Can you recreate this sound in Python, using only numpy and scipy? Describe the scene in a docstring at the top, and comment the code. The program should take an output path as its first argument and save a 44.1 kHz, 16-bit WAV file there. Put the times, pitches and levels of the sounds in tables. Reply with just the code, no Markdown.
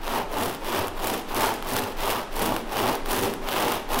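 """A hollow rattle of thin bamboo sticks: two hands push and pull a mat of them over a cloth-covered
table, about three strokes a second. The sticks roll and knock, their dry skins scrape and crackle,
and now and then one snaps against its neighbour or a bunch binds and judders.
The table booms softly in mid-stroke and shudders at each turn. Small room, faint noise, nearly mono."""
import sys
import numpy as np
from scipy import signal
from scipy.fft import rfft, irfft
from scipy.io import wavfile

SR = 44100
rng = np.random.default_rng(int(sys.argv[2]) if len(sys.argv) > 2 else 0)


def materialize(psi):
    """Save the field psi as 16-bit PCM at rate SR to the path in sys.argv[1].

    A 1-D psi becomes a single channel; in a 2-D psi each row is a channel.
    """
    bounded = np.clip(np.atleast_2d(psi).T, -1, 1)
    quanta = np.round(bounded * 32767).astype(np.int16)
    wavfile.write(sys.argv[1], SR, quanta)


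N = 176400
TIME_S = np.arange(N) / SR

# Push and pull in turn: (start [s], end [s], rattle crest [s], knock crest [s], skins let go [s],
# skins grip [s], rattle [dB], knock [dB], scrape [dB], crackle [dB], shudder [dB])
HAND_STROKES = [ (0.000, 0.250, 0.170, 0.17, 0.013, 0.19, -1.5, -2.5, -1.5, -6, -29),
                (0.285, 0.581, 0.38, 0.39, 0.37, 0.58, -2.5, 0.5, -2.5, -1, -28),
                (0.596, 0.905, 0.78, 0.75, 0.64, 0.82, 0, 0.5, 0.5, -2.5, -28),
                (0.943, 1.237, 1.064, 1.1, 1.02, 1.305, -1.9, -1, -1.5, -0.5, -26),
                (1.268, 1.607, 1.42, 1.424, 1.353, 1.49, 0, 0.5, 0.8, 0.5, -29),
                (1.611, 1.94, 1.76, 1.74, 1.67, 1.8, -1.5, -0.2, -0.6, 0.5, -28),
                (1.96, 2.255, 2.113, 2.07, 1.907, 2.13, 1.5, -0.5, 1.6, 0, -24.5),
                (2.308, 2.636, 2.45, 2.45, 2.28, 2.49, -0.5, 2, -0.5, 1.5, -25.5),
                (2.648, 3.01, 2.853, 2.856, 2.715, 2.965, 2, 1.5, 0.4, -3.5, -32),
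                (3.041, 3.381, 3.14, 3.2, 3.088, 3.27, -0.8, 3, 0.5, 2.5, -24.5),
                (3.401, 3.838, 3.640, 3.66, 3.48, 3.780, 1.5, 0, 1.6, -3, -27.5),
                (3.875, 4.150, 3.95, 3.94, 3.98, 4.110, 0.5, -0.5, 2.5, 4, -24.5)]
# Single sticks snapping into place: (time [s], tick [dB], woody body [dB])
STICK_SNAPS = [(0.0794, -24, -9.5), (0.548, -26, -18.5), (0.872, -22.5, -22), (0.882, -19, -14.5),
               (0.994, -35, -20), (1.0716, -9, -13), (1.3465, -17, -21), (1.540, -18.5, -22),
               (1.6255, -27, -12.5), (1.7352, -16, -21), (1.7659, -10, -9), (2.1124, -14, -10),
               (2.5646, -17.5, -6.5), (2.953, -17, -19), (3.06, -24, -13), (3.117, -12.5, -15),
               (3.212, -18, -20.5), (3.338, -21, -13), (3.488, -19, -6), (3.719, -14, -16),
               (3.931, -18, -17), (3.944, -11, -18)]
# Bunches of sticks binding: (middle [s], half length [s], frequency [Hz], width [Hz], level [dB])
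BUNCH_JUDDERS = [(0.161, 0.014, 915, 43, -25), (0.363, 0.018, 890, 86, -27), (0.803, 0.02, 93, 20, -33),
                 (1.143, 0.012, 344, 360, -27.5), (1.442, 0.057, 840, 280, -24.5),
                 (1.763, 0.013, 360, 140, -28), (2.42, 0.017, 319, 430, -25), (2.526, 0.018, 280, 85, -43),
                 (3.246, .03, 360, 210, -27.5)]

# Resonances of mat and table: (frequency [Hz], width [Hz], level [dB])
RATTLE_MODES = [(564, 75, -1), (611, 37, -2.5), (680, 170, -0.5), (796, 83, 2), (880, 89, -2),
                (1030, 280, -15), (1160, 260, -6.5)]
KNOCK_MODES = [(183, 25, -10), (247, 39, -1), (323, 63, -2.5), (390.7, 34, 1.5), (481, 28, -1.5)]
TABLE_MODES = [(95.3, 14, 0), (117.5, 15, 0)]

# Spectral shapes: (frequency [Hz], relative level [dB])
RATTLE_SHAPE = [(150, -72), (400, -2), (600, -10.5), (950, 1.5), (1350, -7), (1700, -15.5), (2400, -16.5),
                (6000, -46)]
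KNOCK_SHAPE = [(40, -40), (75, -36), (140, -30), (200, -10.5), (400, -13), (600, -12), (1000, -34.5),
               (3000, -65)]
SCRAPE_SHAPE = [(300, -36), (1000, -6.5), (1700, 1), (2200, -3.5), (2700, 1), (3400, -1.5), (4200, -6),
                (5600, -8.5), (7500, -17.5), (15000, -11)]
CRACKLE_SHAPE = [(500, 0), (2000, -19.5), (3500, -2), (5500, -3.5), (7200, -3.5), (9500, -1), (12000, 1.5),
                 (14000, -3.5), (16000, -1)]
SNAP_BODY_SHAPE = [(100, -36), (400, -8), (900, -4), (1400, -1.5), (2100, -13), (3200, -8.5), (5000, -17),
                   (15000, -36.5)]
BOOM_SHAPE = [(30, -28), (100, -16), (200, -47), (1000, -85)]
FLOOR_SHAPE = [(20, 4), (45, -12), (70, -16.5), (150, -14), (280, -10), (900, -11.5), (2500, -24),
               (7000, -39.5), (16000, -48)]
HISS_SHAPE = [(100, -12), (1500, -15.5), (4000, -8), (8000, -0.5), (16000, 5)]

# Room decay: (frequency [Hz], T60 [s])
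ROOM_DECAY = [(100, 1), (400, 0.69), (1000, 0.39), (3000, 0.77), (8000, 0.71), (15000, .25)]


def rolling_sticks(grip_db):
    """Sticks tumble over each other and bump the table through the cloth."""
    rattle = clicks(per_s=2200, spread_db=3) * effort("rattle", power=1.11) * amp(1.1 * grip_db)
    knocks = clicks(per_s=900, spread_db=2) * effort("knock", power=1.25) * amp(grip_db)
    return (amp(-28.5) * colour(rattle, RATTLE_SHAPE, RATTLE_MODES)
            + amp(-32.5) * colour(knocks, KNOCK_SHAPE, KNOCK_MODES))


def rubbing_skins(grip_db):
    """Dry skins catch and slip in tiny clumped bursts, with sharper ticks among them."""
    slips = clicks(per_s=900, spread_db=3.5)
    slide = sliding()
    grain = bursts(slips, decay_s=0.0015) + amp(-3.5) * clicks(per_s=3000, spread_db=0)
    scrape = grain * effort("scrape", power=0.79) * slide ** 0.6
    crackle = bursts(slips, decay_s=0.0037) * effort("crackle", power=1.2) * slide
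    ticks = clicks(per_s=55, spread_db=2) * effort("crackle", power=1) * slide
    return (amp(-34) * colour(scrape * amp(0.66 * grip_db), SCRAPE_SHAPE)
            + amp(-35) * colour(crackle * amp(0.5 * grip_db), CRACKLE_SHAPE)
            + amp(-44) * colour(ticks + bursts(ticks, decay_s=0.0008), CRACKLE_SHAPE))


def effort(layer, power):
    """Hand effort arches over each stroke; a higher power narrows the arch."""
    gain = np.zeros(N)
    column = ("rattle", "knock", "scrape", "crackle").index(layer)
    for start_s, end_s, rattle_crest_s, knock_crest_s, _, _, *levels_db in HAND_STROKES:
        crest_s = knock_crest_s if layer == "knock" else rattle_crest_s
        phase = np.interp(TIME_S, [start_s, crest_s, end_s], [0, 0.5, 1])
        gain += amp(levels_db[column]) * np.maximum(np.sin(np.pi * phase), 0) ** power
    return gain


def sliding(edge_s=0.0075, gripped_db=-6.5):
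    """Gain near one while the skins slide, low while they grip at the turns."""
    loose = np.zeros(N)
    for _, _, _, _, let_go_s, grip_s, *_ in HAND_STROKES:
        loose += (np.tanh((TIME_S - let_go_s) / edge_s) - np.tanh((TIME_S - grip_s) / edge_s)) / 2
    return amp(gripped_db * (1 - loose))


def snaps():
    """A stick hits its neighbour: sharp tick, brief chatter, woody note."""
    tick, body = np.zeros((2, N))
    for time_s, tick_db, body_db in STICK_SNAPS:
        at = round(time_s * SR)
        tick[at], body[at] = amp(tick_db), amp(body_db)
    tick += amp(4) * bursts(tick, decay_s=0.0019)
    body += amp(-10.5) * bursts(body, decay_s=0.0015)
    return amp(3.5) * colour(tick, CRACKLE_SHAPE) + amp(4) * colour(body, SNAP_BODY_SHAPE)


def judders():
    """A bunch binds; a quick run of slips rings one resonance of mat and table."""
    out = np.zeros(N)
    for middle_s, half_s, hz, width_hz, db in BUNCH_JUDDERS:
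        slips = clicks(per_s=2200, spread_db=0.5) * np.exp(-((TIME_S - middle_s) / half_s) ** 2)
        ring = signal.lfilter(*signal.iirpeak(hz, hz / width_hz, fs=SR), slips)
        out += amp(db) * ring * np.sqrt(half_s * SR / np.sum(ring ** 2))
    return amp(-1) * out


def table_shudder(swing_hz=21, delay_s=0.043, half_s=0.059, linger=0.2):
    """Each turn of the hands shakes the table in a few slow swings that linger weakly."""
    out = np.zeros(N)
    for start_s, *_, db in HAND_STROKES:
        age_s = TIME_S - start_s - delay_s
        swell = np.exp(-(age_s / half_s) ** 2)
        tail = linger * np.exp(-(age_s / (2 * half_s) - 1) ** 2)
        out += amp(db) * (swell + tail) * np.sin(2 * np.pi * (swing_hz * age_s + rng.random()))
    return amp(-1) * out


def table_boom(band_hz=(70, 140)):
    """The weight of the rolling sticks booms the table top in mid-stroke."""
    bumps = clicks(per_s=250, spread_db=1.5) * effort("knock", power=1.55)
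    bandpass = signal.butter(2, band_hz, "bandpass", fs=SR, output="sos")
    return amp(-42) * signal.sosfilt(bandpass, colour(bumps, BOOM_SHAPE, TABLE_MODES))


def room(x, wet_db, tail_samples=33075, slot_samples=22, places=4):
    """Sparse reflections, decaying per band; each place on the mat excites its own set."""
    taps = np.zeros((places, tail_samples))
    slots = np.arange(10 * slot_samples, tail_samples - slot_samples, slot_samples)
    arrivals = slots + rng.integers(0, slot_samples, (places, len(slots)))
    np.put_along_axis(taps, arrivals, rng.choice([-1., 1.], arrivals.shape), 1)
    hz, age_s, bands = signal.stft(taps, SR, nperseg=256)
    decay = amp(-60 * age_s / lookup(ROOM_DECAY, hz)[:, None])
    _, tails = signal.istft(bands * decay, SR, nperseg=256)
    shares = np.array([wander(rate_hz=20) for _ in tails])
    shares /= np.linalg.norm(shares, axis=0)
    echoes = signal.fftconvolve(x * shares, tails / np.linalg.norm(tails[0]), axes=1)[:, :N]
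    return x + amp(wet_db) * echoes.sum(0)


def background(floor_db=-38, hiss_db=-67.5):
    """Steady low noise in the centre; faint hiss, independent per channel."""
    floor = colour(rng.standard_normal(N), FLOOR_SHAPE)
    hiss = np.array([colour(noise, HISS_SHAPE) for noise in rng.standard_normal((2, N))])
    return amp(floor_db) * floor + amp(hiss_db) * hiss


def clicks(per_s, spread_db):
    """Random contacts of uneven size, unit rms."""
    size = amp(spread_db * np.minimum(rng.exponential(1, N), 4))
    return unit_rms(size * rng.choice([-1, 1], N) * (rng.random(N) < per_s / SR))


def bursts(hits, decay_s):
    """Each hit sets off a short burst of stick-slip chatter."""
    pole = np.exp(-2 / (decay_s * SR))
    power = signal.lfilter([1 - pole], [1, -pole], hits ** 2)
    return np.sqrt(power + 1e-20) * rng.standard_normal(N)


def wander(rate_hz):
    """Smooth random drift up to about rate_hz, unit rms."""
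    hz = np.fft.rfftfreq(N, 1 / SR)
    return unit_rms(irfft(rfft(rng.standard_normal(N)) * np.exp(-(hz / rate_hz) ** 2), N))


def colour(x, shape, modes=(), fft_size=8192):
    """Minimum-phase filter of unit energy: broad shape plus resonances."""
    hz = np.fft.rfftfreq(fft_size, 1 / SR)
    power = amp(lookup(shape, hz)) ** 2
    for centre_hz, width_hz, db in modes:
        power += (amp(db) / (1 + 2 * ((hz - centre_hz) / width_hz) ** 2)) ** 2
    half = fft_size // 2
    cepstrum = irfft(np.log(power + 1e-12) / 2)
    cepstrum[1:half] *= 2  # fold onto positive time
    cepstrum[half + 1:] = 0
    ring = irfft(np.exp(rfft(cepstrum)))[:half]
    return signal.oaconvolve(x, ring / np.linalg.norm(ring))[:N]


def lookup(table, hz):
    """Interpolate over log frequency."""
    table_hz, values = np.transpose(table)
    return np.interp(np.log(hz + 1), np.log(table_hz + 1), values)


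def amp(db):
    """Decibels to gain."""
    return 10 ** (np.asarray(db) / 20)


def unit_rms(x):
    """Scale to an rms of one."""
    return x / np.sqrt(np.mean(x ** 2) + 1e-20)


def scene():
    """Mat, table and room in the centre; only the hiss has width."""
    grip_db = wander(rate_hz=62)  # level flicker shared by sticks and skins
    skins = room(rubbing_skins(grip_db) + snaps(), wet_db=-11)
    sticks = room(rolling_sticks(grip_db) + judders(), wet_db=-5.5)
    return sticks + skins + table_boom() + table_shudder() + background()


def record(dry):
    """Low-pass at 15.8 kHz."""
    lowpass = signal.firwin(511, 15800, window=("kaiser", 9), fs=SR)
    return signal.oaconvolve(dry, lowpass[None], "same")


dry = scene()
out = record(dry)
materialize(out)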